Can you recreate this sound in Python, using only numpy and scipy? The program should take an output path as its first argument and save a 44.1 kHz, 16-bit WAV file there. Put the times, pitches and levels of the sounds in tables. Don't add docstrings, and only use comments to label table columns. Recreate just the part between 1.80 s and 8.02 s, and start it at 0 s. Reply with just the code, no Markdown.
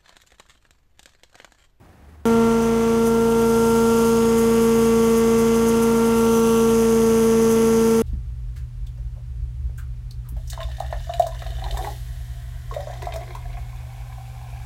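import sys
import numpy as np
from scipy import signal
from scipy.fft import rfft, irfft
from scipy.io import wavfile
from scipy.ndimage import map_coordinates

SR = 44100
rng = np.random.default_rng(int(sys.argv[2]) if len(sys.argv) > 2 else 0)


def wrap_up_sound(samples):
    columns = np.atleast_2d(samples).T
    tamed = np.clip(columns, -1, 1)
    steps = np.round(tamed * 32767).astype(np.int16)
    wavfile.write(sys.argv[1], SR, steps)


def invert_db(x):
    u = np.asarray(x, float) / 20
    return 10 ** u


N = 274280

CUT_S = .4549
BELT_RATIO = 1.0125

# [t/s, f/Hz]
LOBE_SPEED = [(.455, 228.95), (.75, 228.75), (1, 228.31), (1.45, 229.2), (1.75, 228.86), (2.25, 229.12),
              (2.5, 228.6), (2.75, 228.6), (3.25, 227.83), (3.75, 228.34), (4, 229.01), (4.25, 229.02),
              (4.5, 228.17), (5, 227.28), (5.25, 226.24), (5.5, 226.05), (6, 226.37), (6.22, 226.38)]
# [t/s, first lobe order level/dB, second order level/dB]
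DRONE = [(.47, -18, -19.5), (.6, -18, -19.5), (.84, -21, -22), (1.05, -22.2, -20.7), (1.22, -20.5, -20),
         (1.5, -22, -19), (1.72, -21.8, -18.7), (2, -20.5, -19), (2.47, -20.7, -19), (2.97, -19.8, -18.5),
         (3.55, -20.5, -18.6), (3.84, -20.2, -19.8), (4.34, -19.7, -20.3), (4.5, -20.2, -19),
         (5, -20.3, -18.2), (5.5, -20.5, -17.7), (6.22, -20.1, -18.4)]
# [level/dB, share of flank, share of end, settling rise/dB]
SHELL = [(-48, 0, 0, 14), (-35, .95, 0, 0), (-37, 0, 1, 0), (-36.3, 1.2, 0, 0)]
# [t/s, flank level/dB, end level/dB]
PANNING = [(.47, 3.5, -1.5), (.65, 4, -1.5), (.95, -1.2, -4), (1.12, -.3, 0), (1.33, 1.5, -7.5),
           (1.55, 2.5, -5), (1.91, 4.5, -6), (2.23, 3, 2), (2.55, -1.5, -1), (3.05, -2.5, 2.5),
           (3.6, -3, 1.5), (3.9, -.5, 0), (4.2, 2, -1), (4.5, 2, 2), (4.79, 0, 4.5), (5.05, -3, -1.5),
           (5.45, -4, -.7), (6.22, -2, -3.5)]
# [delay/lobe passes, click, low, middle, high casing ring level/dB]
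CONTACTS = [
    (-.08, 0, 0, 0, 0),
    (.22, -1, -12, -14, -14),
    (.6, -1, -9, -12, -12),
    (.95, -1, -3, -9, -7),
    (1.2, -1, -12, -14, -4),
    (1.4, -3, -14, -14, -4),
    (1.55, 0, -9, -14, -9),
]
# [f/Hz, level/dB, t60/s]
CASING = [
    [(7560, 3, .03), (8080, -3, .03), (8330, -3, .04), (9060, 1, .03), (9390, 1, .03), (9750, 0, .02),
     (10300, -3, .03), (12050, -6, .03), (12800, -5, .02), (13500, -7, .03)],
    [(4770, -3, .018), (4980, -3, .015), (5160, 0, .018), (5440, -9, .02)],
    [(5920, -5, .014), (6130, 0, .007)],
    [(6615, 0, .035), (6790, -7, .02), (6980, -15, .03)],
]
# [low f/Hz, high f/Hz]
CASING_EDGES = [(7200, 14500), (4500, 5650), (5700, 6450), (6450, 7150)]
# [level/dB, share of loudness, of lean, of spurts, late drift/dB per s]
CASING_LEVEL = [(-43, 0.86, 0.21, 0.33, -4), (-44, 0.8, .6, .1, 1.5), (-39.5, 0.97, -0.69, 0.64, 0),
                (-42, 1, 0.95, 0.32, .3)]
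# [t/s, loudness level/dB, lean from middle ring to high ring/dB]
GEAR_VIEW = [(.47, -13, -6), (.8, -5, -2), (1.15, -4, 0), (1.5, -5.5, 1), (1.8, -0.5, 2.5), (2.28, 0.5, 3),
             (2.4, -2.5, 7), (3, -0.5, 3), (3.6, 1, 1.5), (4, -1.5, 1), (4.35, -3.5, 2), (4.55, 0, -6),
             (4.78, 1, -4), (4.95, 2.5, 1.5), (5.5, 2.5, -1), (6.22, 2, 0)]
# [multiple of shaft turn, level/dB]
SHAFT = [(2, -40), (6, -42), (7, -52), (14, -52), (18, -46.5), (28, -49.5), (52, -57), (56, -57), (60, -58)]
# [multiple of half shaft speed, level/dB]
HALF_SHAFT = [(6, -50), (9, -50), (10, -49), (15, -48), (17, -50), (22, -54), (25, -53), (26, -53),
              (30, -55), (33, -55), (41, -53), (42, -55), (47, -56), (49, -54)]
# [multiple of engine cycle, level/dB]
ENGINE = [(1, -61), (2, -38), (2.5, -54), (3, -47), (5, -38.5), (6, -45), (7, -51), (13, -45), (14, -51),
          (15, -54), (16, -54), (18, -50), (19, -50), (20, -55), (23, -56), (32, -54), (39, -57), (41, -52)]
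# [f/Hz, level per line/dB]
RATTLE = [(28, -30), (200, -5), (500, -3), (900, -0.5), (1400, -12), (2100, -13), (3200, -13),
          (3800, -16.5), (4500, -25)]
# [f/Hz, level per Hz/dB]
AIR = [(20, -30), (40, 0), (55, -10), (90, -2), (300, -4), (500, -2), (800, -7), (1400, -8.5),
       (1800, -22.5), (3600, -22), (4200, -18), (6000, -15), (9000, -20), (16000, -42)]
# [level/dB, share of flank, of end, of water flow, of ground echo/dB]
AIR_LEVEL = [
    (-35.5, 0.5, 0.25, .1, -1.6),
    (-39, -.1, 0.05, -0.0062, -11.5),
    (-40.5, 0.32, 0.59, 0.18, 0.9),
]
# [multiple of shaft turn, level against its hiss/dB]
HOSE_WHINE = [(32, -11.5), (36, -9.5), (40, -14.5)]
# [multiple of shaft turn, level against its hiss/dB]
THROAT_WHINE = [(48, -10)]
# [f/Hz, level per Hz/dB]
SPRAY = [(4000, -40), (6000, -0.5), (8500, 0), (9300, 2), (11000, 2.5), (13000, 0), (15000, -3.5),
         (16500, -13)]
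# [t/s, level against full flow/dB]
FLOW = [(.47, -10.5), (.7, -11.5), (.9, -11), (1.2, -7.5), (1.35, -6), (1.75, 1), (2.3, 0), (2.45, -1.5),
        (2.9, 1), (3.2, -1), (3.55, -2), (4.3, -2.5), (4.45, 1.5), (4.9, 1), (5.1, 0), (5.45, 1),
        (5.55, -3), (6.22, 2)]
# [t/s, level above the flow/dB]
SPURTS = [(.47, 11), (.72, 4), (.84, 8), (1.03, 2), (1.27, 9), (1.78, 1), (1.87, 2), (1.97, 2), (2.19, 3),
          (2.27, 4.5), (2.59, 6), (2.83, 2), (3.25, 4), (3.38, 6), (3.51, 1), (3.6, 6), (3.76, 5.5),
          (3.89, 8.5), (4.035, 8), (4.17, 5), (4.27, 5.5), (4.38, 4), (4.56, 3), (4.99, 2), (5.63, 3),
          (5.72, 6)]
# [t/s, shortest echo detour/m, its change before/m per s, after/m per s, echo share 0-1]
SWEEPS = [
    (1.58, .1195, .3, .135, .38),
    (4.68, .1328, .42, .5, .6),
]
# [t/s, level/dB]
WHISTLE = [(.45, -72), (2.3, -66), (2.6, -56), (4.3, -52), (4.8, -47), (5.1, -51), (5.8, -42.5),
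           (6.22, -53)]
# [f/Hz, level per Hz/dB]
YARD = [(18, -45), (30, -9), (86, -1), (184, -8.5), (554, -18), (721, -16), (1300, -24), (1700, -23),
        (2010, -26.5), (3220, -35), (14800, -43), (16000, -50)]
# [t/s, far motor hum level/dB, murmur level/dB]
YARD_LEVEL = [(0, -58, -49), (.1, -60, -49), (.16, -63, -49.5), (.22, -52, -50.5), (.3, -48, -48.5),
              (.4, -45, -51.5), (.455, -47, -53)]
# [f/Hz, width f/Hz, level/dB]
GRILLE = [(5600, 200, -4.5), (7120, 280, -4), (7600, 150, 2), (8600, 300, -3.5), (9100, 150, 2),
          (9750, 200, 2), (11350, 200, -2), (12500, 250, -2), (14200, 400, -2)]


def blower(lobes):
    t = np.arange(N) / SR
    shiver_db, shell_lag = 0.1, .095
    first_db, second_db = in_time(DRONE)
    out = invert_db(first_db + shiver_db * drift(4.2)) * np.cos(2 * np.pi * lobes)
    out += invert_db(second_db + shiver_db * drift(15)) * np.cos(4 * np.pi * lobes)
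    late = lobes - shell_lag
    settling = np.exp(-((t - CUT_S) / 1.4) ** 2)
    for order, db in enumerate(following(SHELL, *in_time(PANNING), settling), 3):
        phase = 2 * np.pi * order * late + .25 * drift(1.5)
        out += invert_db(db + .55 * drift(12)) * np.cos(phase)
    out -= invert_db(-50) * np.cos(2 * np.pi * (3 * late + (t - .92) / 1.76))
    return np.sqrt(2) * out


def gear_ticks(lobes):
    scatter_db, wear_db, jitter, click_db = .9, 1.1, .003, -47
    table = np.array(CONTACTS)
    halves = np.arange(1, lobes[-1] // 2 - 1).astype(int)
    wear = rng.standard_normal((2, 4, len(table)))[:, halves % 4]
    shift = jitter * (rng.standard_normal(wear[0].shape) + 3 * wear[0])
    place = 2 * halves[:, None] + table[:, 0] + shift
    at = np.searchsorted(lobes, place)
    blow_db = scatter_db * rng.standard_normal(place.shape) + wear_db * wear[1]
    trains = np.full((4, N), 1e-18)
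    for k, train in enumerate(trains):
        train[at] = invert_db(blow_db + table[:, k + 1])
    out = invert_db(click_db) * band(trains[0], 7500, 14500)
    after = np.maximum(np.arange(N) / SR - SWEEPS[-1][0] - .4, 0)
    levels = following(CASING_LEVEL, *in_time(GEAR_VIEW), spurts_db(), after)
    for train, group, edges, level_db in zip(trains, CASING, CASING_EDGES, levels):
        ringing = sum(invert_db(db) * ring(train, hz, t60) for hz, db, t60 in group)
        out += invert_db(level_db - 4.0) * band(ringing, *edges)
    return out


def shafts_and_belt(lobes):
    out = wavering_lines(lobes / 4, SHAFT, waver=0.14, waver_rad=0.25)
    out += wavering_lines(lobes / 8, HALF_SHAFT, waver=0.53, waver_rad=0.32)
    return out + rattle(lobes / 8, level_db=-42)


def engine(lobes):
    cycles = lobes / 8 * BELT_RATIO
    return wavering_lines(cycles, ENGINE, waver=.12, waver_rad=.2) + rattle(cycles, level_db=-43)


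def rattle(cycles, level_db):
    hz, db = np.transpose(RATTLE)
    order_hz = 28.6 * np.arange(2049) + 1
    lines = invert_db(np.interp(np.log(order_hz), np.log(hz), db, right=-90))
    shapes = irfft(lines * (rng.standard_normal((2, 2049)) + 1j * rng.standard_normal((2, 2049))))
    place = np.arange(4096) / 4096
    first, second = (np.interp(cycles % 1, place, shape, period=1) for shape in shapes)
    blend = 0.35 * drift(1.0)
    return invert_db(level_db) * rms_one(np.cos(blend) * first + np.sin(blend) * second)


def air(lobes):
    rush_db, hose_db, throat_db = following(AIR_LEVEL, *in_time(PANNING), in_time(FLOW)[0], sweeps()[1])
    rush = invert_db(rush_db + .5 * drift(18)) * coloured(AIR)
    whine = wavering_lines(lobes / 4, HOSE_WHINE, waver=0.31, waver_rad=0.086)
    hose = invert_db(hose_db) * (whine + 0.61 * band(rng.standard_normal(N), 1480, 2590))
    pulse = 1 + 0.49 * np.cos(2 * np.pi * (lobes - .75)) + 0.13 * np.cos(np.pi * lobes)
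    hiss = band(rng.standard_normal(N), 2540, 3410)
    throat = invert_db(throat_db - 5.0 + 1.3 * drift(20)) * pulse * hiss
    throat += invert_db(throat_db) * wavering_lines(lobes / 4, THROAT_WHINE, waver=0.063, waver_rad=0.07)
    return rush + hose + throat


def spray():
    lag, share = sweeps()
    level_db = -40.5 + in_time(FLOW)[0] + spurts_db()
    bright_db = -4 + 6 * share ** 2
    spit_db = 2.0 * np.clip(drift(150), -2, 2) + .4 * drift(15)
    jet = coloured(SPRAY) * invert_db(spit_db)
    top = signal.sosfilt(signal.butter(2, 11500, "high", fs=SR, output="sos"), jet)
    jet = jet + (invert_db(bright_db) - 1) * top
    echo = map_coordinates(jet, [np.arange(N) - lag], order=3, mode="nearest")
    wet = (jet + share * echo) / np.sqrt(1 + share ** 2)
    whistle = rms_one(ring(rng.standard_normal(N), 11000, 0.007))
    return invert_db(level_db) * wet + invert_db(in_time(WHISTLE)[0]) * whistle


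def spurts_db():
    rise_s, fall_s = 0.023, 0.023
    choke_per_db, choke_lead_s, choke_s = -0.15, 0.035, 0.015
    s, db = np.transpose(SPURTS)
    t = np.arange(0, N / SR + .002, .001)
    since = t[:, None] - s
    swell = np.exp(-(since / np.where(since < 0, rise_s, fall_s)) ** 2)
    choke = choke_per_db * np.exp(-((since + choke_lead_s) / choke_s) ** 2)
    return np.interp(np.arange(N) / SR, t, (swell + choke) @ db)


def sweeps():
    longest_m, rest_share, reach_m = .24, .09, .125
    t = np.arange(N) / SR
    away = [np.where(t < s, before, after) * (t - s) for s, _, before, after, _ in SWEEPS]
    detour = np.min([np.hypot(row[1], m) for row, m in zip(SWEEPS, away)], axis=0)
    share = rest_share + sum(row[4] * np.exp(-(m / reach_m) ** 4) for row, m in zip(SWEEPS, away))
    return np.minimum(detour, longest_m) / 343 * SR, share


def yard():
    hum_db, murmur_db = in_time(YARD_LEVEL)
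    hum = np.sqrt(2) * np.sin(2 * np.pi * 74 * np.arange(N) / SR + .5 * drift(6.6))
    return invert_db(hum_db) * hum + invert_db(murmur_db + 0.88 * drift(25)) * coloured(YARD)


def wavering_lines(turns, orders, waver, waver_rad):
    out = np.zeros(N)
    for k, db in orders:
        start, wander = rng.uniform(0, 2 * np.pi), drift(3.0)
        phase = 2 * np.pi * k * turns + start + waver_rad * wander[::-1]
        out += invert_db(db) * (1 + waver * wander) * np.sin(phase)
    return np.sqrt(2) * out


def ring(clicks, hz, t60):
    r, w = invert_db(-60 / (t60 * SR)), 2 * np.pi * hz / SR
    return signal.lfilter([0, np.sin(w)], [1, -2 * r * np.cos(w), r * r], clicks)


def coloured(spectrum):
    hz, db = np.transpose(spectrum)
    grid = np.arange(N // 2 + 1) * SR / N + 1
    gain = invert_db(np.interp(np.log(grid), np.log(hz), db))
    return rms_one(irfft(rfft(rng.standard_normal(N)) * gain, N))


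def band(x, low_hz, high_hz):
    return rms_one(signal.sosfilt(signal.butter(2, [low_hz, high_hz], "band", fs=SR, output="sos"), x))


def drift(rate):
    r = np.exp(-80 * np.pi * rate / SR)
    noise = rng.standard_normal(N // 40 + 2002)
    slow = signal.lfilter([1], [1, -2 * r, r * r], noise)[2000:]
    return np.interp(np.arange(N) / 40, np.arange(len(slow)), rms_one(slow))


def rms_one(x):
    return x / np.sqrt(np.mean(x ** 2) + 1e-20)


def in_time(rows):
    s, *columns = np.transpose(rows)
    return [np.interp(np.arange(N) / SR, s, c) for c in columns]


def following(rows, *controls):
    return [db + np.dot(shares, controls) for db, *shares in rows]


def scene():
    lobes = np.cumsum(in_time(LOBE_SPEED)[0]) / SR
    lobes = lobes - lobes[round(CUT_S * SR)] % 2 + 1.66
    machine = blower(lobes) + gear_ticks(lobes) + shafts_and_belt(lobes) + engine(lobes)
    machine += air(lobes) + spray()
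    return np.where(np.arange(N) < CUT_S * SR, yard(), machine)[None]


def roll_off(x):
    return signal.sosfilt(signal.butter(12, 16840, fs=SR, output="sos"), x)


def record(dry):
    grid = np.arange(N // 2 + 1) * SR / N
    ripple_db = sum(db / (1 + (2 * (grid - hz) / width) ** 2) for hz, width, db in GRILLE)
    mix = irfft(rfft(dry) * invert_db(ripple_db) * (grid < 15720), N)
    return roll_off(mix)


dry = scene()
out = record(dry)
wrap_up_sound(out)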